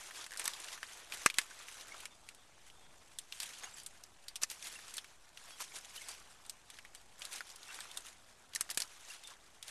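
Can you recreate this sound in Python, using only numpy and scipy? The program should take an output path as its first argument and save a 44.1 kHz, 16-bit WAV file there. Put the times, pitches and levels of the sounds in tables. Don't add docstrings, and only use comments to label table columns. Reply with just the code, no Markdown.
import sys
import numpy as np
from scipy import signal
from scipy.fft import rfft, irfft, next_fast_len
from scipy.io import wavfile
from scipy.ndimage import uniform_filter1d, map_coordinates

SR = 44100
rng = np.random.default_rng(int(sys.argv[2]) if len(sys.argv) > 2 else 0)


def dump_mix(stems):
    frames = np.atleast_2d(stems).T
    limited = np.clip(frames, -1, 1)
    pcm = np.round(limited * 32767).astype(np.int16)
    wavfile.write(sys.argv[1], SR, pcm)


N = 427769
TIME = np.arange(N) / SR
BURST = SR // 8

# start in seconds, stalk knock peak in dB, tearing and its centre in dB above
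# the knock and Hz, hiss in dB above the knock, gain of the air push in dB, main 60 dB fade in seconds.
CUTS = [(0.478, -29.5, 10, 5400, 8.5, -38, 0.016), (1.2609, -10.5, -2.5, 5900, -5, -13, 0.033),
        (1.385, -19, 5, 3640, 4, -27.5, 0.039), (4.434, -29.5, 14, 6040, 4, -31.5, 0.038),
        (8.559, -32.5, 7, 5460, 5.5, -45, 0.035), (8.609, -30.5, 6.5, 6500, 11, -35, 0.038),
        (8.774, -33, 11.5, 3270, 13.5, -27.5, 0.04)]
# start in seconds, knock peak in dB, knock pitch in Hz,
# hiss in dB above the knock.
SNAPS = [(0.1092, -38.5, 1575, -15.5), (0.242, -36, 4000, -12), (0.264, -37.5, 1700, -3),
         (0.373, -36, 4735, 5), (0.3959, -33.5, 1872, 8), (0.416, -35, 1840, -18), (0.4417, -40, 5980, 9),
         (0.4537, -35, 3320, -15), (0.535, -34, 3700, -14), (0.6, -49, 3000, 12), (0.684, -37, 3000, -15),
         (0.777, -37, 1700, -20), (0.83, -28.5, 1877, -20), (1.1219, -30.5, 2330, -23),
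         (1.3004, -26, 2690, -9), (1.3417, -36, 2710, -4), (1.4151, -36.5, 5233, -8),
         (1.509, -45, 1600, -20), (1.6836, -37.5, 2300, -18), (1.81, -40, 3750, -22),
         (1.882, -55, 5000, 13), (1.943, -40.5, 1080, -20), (1.967, -43.5, 3500, -13),
         (2.003, -42, 2490, -4), (2.055, -34, 2450, 0), (2.2884, -36.5, 2550, -3), (2.3475, -49.5, 4050, 3),
         (2.7, -47, 3000, -15), (3.1865, -33.5, 3440, 4.5), (3.3234, -31.5, 3070, -24),
         (3.4019, -27, 3740, -0.5), (3.4312, -33.5, 2600, 1), (3.535, -40.5, 2920, -12),
         (3.6354, -37, 1400, -3), (3.8337, -55, 3570, 14), (3.8624, -39, 3520, 5),
         (4.037, -37.5, 5700, -25), (4.2825, -35, 4050, -2), (4.357, -31.5, 3200, -7),
         (4.3609, -30, 5420, -6), (4.417, -36, 6300, -8), (4.4999, -30.5, 5135, -11),
         (4.788, -47, 1890, -20), (4.94, -44.5, 3726, 8), (4.9686, -35, 4680, 2),
         (4.9808, -28.5, 3260, -20), (5.0438, -42, 2440, -12), (5.3732, -37.5, 3240, -19),
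         (5.604, -36, 1250, -20), (6.0857, -41.5, 4630, 8.5), (6.1157, -39.5, 4830, -7),
         (6.451, -51, 3590, 1), (6.463, -51, 4000, 7), (6.4963, -32.5, 4730, 0), (6.7012, -43, 3340, 1),
         (6.7874, -38.5, 2250, -26), (6.8496, -40, 2120, -28), (6.949, -43, 3050, 2),
         (7.194, -56, 2066, 14), (7.219, -30.5, 2900, -18), (7.2521, -32.5, 4540, -4),
         (7.322, -40, 2280, -1), (7.329, -39, 4500, 4.5), (7.337, -38, 3570, 4), (7.36, -36, 5270, -5),
         (7.4066, -30, 1580, -23), (7.5006, -38.5, 5500, -17), (7.559, -44.5, 5060, 2),
         (7.631, -38.5, 3920, -17.5), (7.7886, -36, 1570, -16), (7.805, -34.5, 3800, -3),
         (7.854, -42, 1450, -20), (7.914, -39.5, 3470, -5), (7.9727, -29.5, 3600, -1.5),
         (8.006, -52, 4000, 9), (8.535, -40, 3260, -16), (8.5498, -28.5, 5330, 2), (8.692, -37, 1490, -20),
         (8.7015, -27.5, 5460, -6), (8.746, -40.5, 4800, 3), (8.8018, -27.5, 4900, 1.5),
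         (8.8198, -24.5, 4970, -7), (9.2367, -44.5, 3570, 0), (9.2732, -43.5, 3600, 5.5),
         (9.627, -35, 3680, -3), (9.681, -35.5, 3670, -3)]
# centre in Hz, width in Hz, level in dB.
STALK = [(1160, 300, -9), (1770, 260, 0), (2130, 330, -1), (2750, 500, -8)]
# start and end in seconds, slips per second, mean peak in dB,
# pitch in Hz.
CREAK = (.309, .366, 114, -41, 1750)
# full strength from in seconds, held for in seconds,
# crisp rustle in dB, dull brushing in dB.
PUSHES = [(0.0, 0.091, -54, -59), (0.15, 0.072, -49, -55), (0.4, 0.094, -48.5, -53),
          (0.5, 0.25, -53.5, -57.5), (0.69, 0.047, -52, -60.5), (0.85, 0.13, -55, -59),
          (1.0, 0.1, -60.5, -60.5), (1.13, 0.14, -51.5, -54), (1.399, 0.0089, -50.5, -53.5),
          (1.5, .54, -58.5, -59.5), (1.68, 0.09, -55.5, -69), (2.67, 0.023, -63.5, -77),
          (3.1, 0.15, -67, -82), (3.335, 0.025, -54, -64.5), (3.41, 0.042, -51.5, -63),
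          (3.49, 0.097, -55, -62.5), (3.64, 0.016, -53.5, -54.5), (3.78, 0.0095, -54, -62),
          (4.24, 0.055, -69, -83), (4.524, .005, -50.5, -74), (4.658, 0.0049, -46, -57.5),
          (4.72, .25, -54.5, -62), (5.4, 0.15, -59.5, -65.5), (5.616, 0.0046, -48.5, -61),
          (5.75, 0.032, -49.5, -59), (5.84, 0.096, -58.5, -64.5), (5.96, 0.068, -51.5, -62.5),
          (6.08, .05, -52.5, -56), (6.26, 0.052, -65.5, -68), (6.49, 0.0082, -64, -66),
          (6.75, 0.023, -60.5, -66), (6.97, .01, -62.5, -70), (7.225, 0.024, -53, -55.5),
          (7.335, 0.038, -48.5, -54), (7.45, .2, -63, -68), (7.665, 0.17, -55, -57.5),
          (7.88, 0.11, -59, -59.5), (8.05, 0.043, -54.5, -60), (8.56, 0.095, -61, -64),
          (8.71, 0.0073, -55.5, -61), (8.8, 0.021, -52, -56), (8.9, 0.19, -59.5, -65),
          (9.1, 0.048, -53.5, -62), (9.24, 0.083, -62.5, -62), (9.69, .01, -50.5, -58)]
# frequency in Hz, density in dB per Hz (relative).
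CRISP_SPECTRUM = [(880, -28), (1500, -4.5), (2150, -1.5), (3380, -0.5), (4360, -2), (5560, -0.5), (6030, 1),
                  (10900, -5), (13000, -14.5)]
# frequency in Hz, density in dB per Hz (relative).
DULL_SPECTRUM = [(180, -34), (300, -9), (1000, -0.5), (1500, 0), (2200, -4), (3500, -5.5), (6000, -16),
                 (13000, -72)]
# middle in seconds, level there in dB,
# time from the middle to 1/e in seconds, centre in Hz.
SCUFFS = [(0.458, -33, 0.0048, 5030), (1.142, -41.5, 0.011, 2420), (3.426, -44.5, 0.014, 4040),
          (4.427, -38, 0.0082, 3300), (4.514, -42, 0.011, 4000), (4.677, -46, 0.01, 4000),
          (5.614, -40.5, 0.012, 3800), (5.965, -48.5, 0.016, 5030), (8.713, -37.5, 0.0072, 4460)]
# start in seconds, length in seconds, gain in dB,
# first and last pitch in Hz before the wavering.
SQUEAKS = [(1.899, 0.048, -51.5, 2100, 2300), (3.628, 0.028, -46, 6420, 6670),
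           (3.642, 0.048, -54, 2760, 2930), (3.725, 0.037, -55, 7240, 8200),
           (4.751, 0.024, -52.5, 2810, 2640), (5.97, 0.022, -48, 2920, 3070),
           (6.009, 0.022, -54, 2120, 2150), (7.683, 0.034, -51.5, 2710, 2720),
           (9.095, 0.023, -45, 2690, 2870)]
# start in seconds, length in seconds, gain in dB before
# the swell and fade, frequency in Hz near which the grip lets the steel ring.
RUBS = [(2.1, .08, -66, 3700), (2.38, .09, -69, 3400), (2.745, .11, -71, 3650), (2.8, .27, -71.5, 3380),
        (3.34, .05, -61, 8400), (3.785, .07, -60, 4500), (4.28, .05, -60, 4660), (4.357, .018, -52, 8300),
        (5.48, .07, -62, 9900), (5.5, .07, -62, 5060), (5.51, .06, -60, 3300), (6.08, .035, -53, 8300),
        (6.085, .08, -59, 4660), (6.97, .045, -66, 4400), (7.795, .035, -50, 8400), (7.9, .03, -57, 3570),
        (7.965, .04, -54, 8400), (9.235, .095, -56, 3800)]
# frequency in Hz, level in dB, 60 dB fade in seconds.
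STEEL = [(3310, -2, .15), (3570, 0, .2), (4660, 0, .2), (5450, -1, .15), (6250, -4, .15), (8350, 0, .12),
         (9930, 0, .1)]
# frequency in Hz, density in dB per Hz (relative).
HUSH_SPECTRUM = [(12, -48), (20, -2), (49, -7), (175, -13.5), (546, -16), (735, -11), (1750, -27),
                 (1900, -42), (8200, -21.5), (11000, -36.5), (13000, -34)]

HUSH_DB = -68.5
TOP_HZ = 12900
RISE_DB_PER_S, SETTLE_DB_PER_S = 270, 213
REST_CRISP_DB, REST_DULL_DB = -69, -68
SWAY_DB, SWAY_DB_PER_S = -10, 43


def stems():
    out = np.zeros(N + SR)
    for start, db, hz, hiss_db in SNAPS:
        knock = [(hz, 0.34 * hz, 0)]
        tear_db = -3.5 + 0.25 * min(hiss_db, 0)
        out[round(start * SR):][:BURST] += crack(db, knock, tear_db, hiss_db, t60=0.044)
    for start, db, tear_db, tear_hz, hiss_db, push_db, t60 in CUTS:
        u = TIME[:BURST] / 0.00032
        air_push = amp(push_db) * u * (2 - u) * np.exp(-u)
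        burst = crack(db, STALK, tear_db, hiss_db, t60, (tear_hz, 2800, 0))
        out[round(start * SR):][:BURST] += burst + air_push
    return out[:N]


def crack(db, modes, tear_db, hiss_db, t60, tear=(4300, 6700, 0)):
    t = TIME[:BURST]
    onset = 1 - np.exp(-t / .0001)
    decay = amp(-60 * t / t60) + 1.12 * amp(-60 * t / 0.0071)
    tail = 0.0082 * amp(-60 * t / 0.16)
    noise = onset * (decay + tail) * rng.standard_normal((3, len(t)))
    noise[:, 10] += 2.5
    knock = resonant(noise[0], modes)
    tearing = resonant(resonant(noise[1], [(3860, 6400, 0)]), [tear])
    hiss = resonant(resonant(noise[2], [(8400, 3800, 0)]), [(8320, 3700, 0)])
    parts = np.array([knock, tearing, hiss])
    parts /= abs(parts).max(axis=1, keepdims=True)
    return amp(db) * (amp([0, tear_db, hiss_db]) @ parts)


def creak():
    out = np.zeros(N)
    start, end, rate, db, hz = CREAK
    for slip in np.arange(start, end, 1 / rate):
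        first = round((slip + rng.normal(0, .0009)) * SR)
        slip_db = db + rng.normal(0, 1.3)
        out[first:][:BURST] += crack(slip_db, [(hz, 350, 0)], -2, -4, t60=0.015)
    return out


def leaves():
    crisp_gain, dull_gain = pushes()
    clump = wobble(30)
    crackle = amp(1.24 * clump) * grainy(rate=370, spread_db=7.0, t60=0.014, share=0.34)
    brushing = amp(clump) * grainy(rate=300, spread_db=4.5, t60=0.012, share=0.3)
    crisp = coloured(patchy(crackle, depth_db=2.5), CRISP_SPECTRUM)
    dull = coloured(patchy(brushing, depth_db=2.5), DULL_SPECTRUM)
    tick_gain = (crisp_gain - crisp_gain.min()) * amp(-9.5)
    return crisp_gain * crisp + tick_gain * ticks(count=2000, spread_db=15.5) + dull_gain * dull


def pushes():
    power = amp([[REST_CRISP_DB], [REST_DULL_DB]]) ** 2 * np.ones(N)
    for start, hold, crisp_db, dull_db in PUSHES:
        span = slice(max(round((start - .3) * SR), 0), round((start + hold + 0.95) * SR))
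        before = np.maximum(start - TIME[span], 0)
        after = np.maximum(TIME[span] - start - hold, 0)
        fall_db = np.maximum(-SETTLE_DB_PER_S * after, SWAY_DB - SWAY_DB_PER_S * after)
        power[:, span] += amp([[crisp_db], [dull_db]] + fall_db - RISE_DB_PER_S * before) ** 2
    return np.sqrt(power)


def patchy(x, depth_db):
    z = signal.stft(x, nperseg=256)[2]
    field = uniform_filter1d(rng.standard_normal(z.shape), size=3, axis=0)
    field = uniform_filter1d(field, size=6, axis=1)
    return signal.istft(z * amp(depth_db * field / field.std()), nperseg=256)[1][:N]


def ticks(count, spread_db):
    when, pitch, life, size = rng.random((count, 4)).T[..., None]
    hz = 1600 * 6 ** pitch
    t = TIME[:SR // 80]
    decay = np.exp(-t * hz / (0.61 + 9 * life ** 2))
    grains = amp(spread_db * size ** 3) * np.sin(2 * np.pi * hz * t) * decay
    where = (when * N).astype(int) + np.arange(len(t))
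    return unit(np.bincount(where.ravel(), grains.ravel(), minlength=2 * N)[:N])


def scuffs():
    out = np.zeros(N)
    grit = grainy(rate=670, spread_db=0.0, t60=0.0031, share=0.44)
    for middle, db, length, hz in SCUFFS:
        span = slice(round((middle - .1) * SR), round((middle + 0.3) * SR))
        rub = unit(resonant(grit[span], [(hz, 2.8 * hz, 0)]))
        out[span] += amp(db) * np.exp(-((TIME[span] - middle) / length) ** 2) * rub
    return out


def squeaks():
    out, waver, rasp = np.zeros(N), wobble(200), wobble(180)
    for start, length, db, first_hz, last_hz in SQUEAKS:
        span = slice(round(start * SR), round((start + length) * SR))
        part = (TIME[span] - start) / length
        hz = (first_hz + (last_hz - first_hz) * part) * (1 + 0.0083 * waver[span])
        phase = 2 * np.pi * np.cumsum(hz) / SR
        tone = np.sin(phase) + 0.12 * np.sin(2 * phase)
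        out[span] += amp(db + 4.5 * rasp[span]) * np.sin(np.pi * part) ** 2 * tone
    return out


def steel(knocks):
    modes = [(hz, np.log(1000) / (np.pi * t60), db) for hz, db, t60 in STEEL]
    out = amp(-15) * resonant(knocks, modes)
    hz, level_db = np.array(STEEL).T[:2, :, None]
    waver = np.array([wobble(90) for mode in STEEL])
    flicker = np.array([wobble(90) for mode in STEEL])
    for start, length, db, free_hz in RUBS:
        span = slice(round(start * SR), round((start + length) * SR))
        part = abs(TIME[span] - start) / length
        damping_db = 85 * abs(np.log2(hz / free_hz))
        free = amp(level_db - damping_db + 3.6 * flicker[:, span])
        tones = np.sin(2 * np.pi * hz * TIME[span] + 0.9 * waver[:, span])
        swell = np.minimum(6 * part, 1) * abs(1 - part) ** .8
        out[span] += amp(db) * swell * unit(np.sum(free * tones, axis=0))
    return out


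def hush():
    return amp(HUSH_DB + 1.1 * wobble(2.774)) * coloured(rng.standard_normal(N), HUSH_SPECTRUM)


def grainy(rate, spread_db, t60, share):
    sizes = amp(spread_db * np.minimum(rng.exponential(size=N), 3.2))
    clicks = (rng.random(N) < rate / SR) * sizes
    lumps = signal.fftconvolve(clicks, amp(-60 * TIME[:1000] / t60))[:N]
    return rng.standard_normal(N) * (1 - share + share * unit(lumps))


def wobble(rate):
    return map_coordinates(rng.standard_normal(int(N * rate / SR) + 4), [TIME * rate])


def amp(db):
    return 10 ** (np.asarray(db) / 20)


def unit(x):
    return x / np.sqrt(np.mean(x ** 2, axis=-1, keepdims=True) + 1e-20)


def filtered(x, response):
    m = next_fast_len(x.shape[-1] + 8192)
    return irfft(rfft(x, m) * response(np.fft.rfftfreq(m, 1 / SR)), m)[..., :x.shape[-1]]


def coloured(x, points):
    f, db = np.transpose(points)
    return unit(filtered(x, lambda hz: amp(np.interp(np.log(hz + 1), np.log(f + 1), db))))


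def resonant(x, modes):
    def response(f):
        total = 0
        for k, (centre, width, db) in enumerate(modes):
            damping = 1j * f * width
            total = total + (-1) ** k * amp(db) * damping / (centre * centre - f * f + damping)
        return total
    return filtered(x, response)


def scene():
    cracks = stems()
    plant = cracks + creak() + leaves() + scuffs() + squeaks()
    return (plant + steel(cracks) + hush())[None]


def record(dry):
    offset = -.00055 + .00022 * wobble(9)
    return filtered(dry + offset, lambda hz: hz < TOP_HZ)


dry = scene()
out = record(dry)
dump_mix(out)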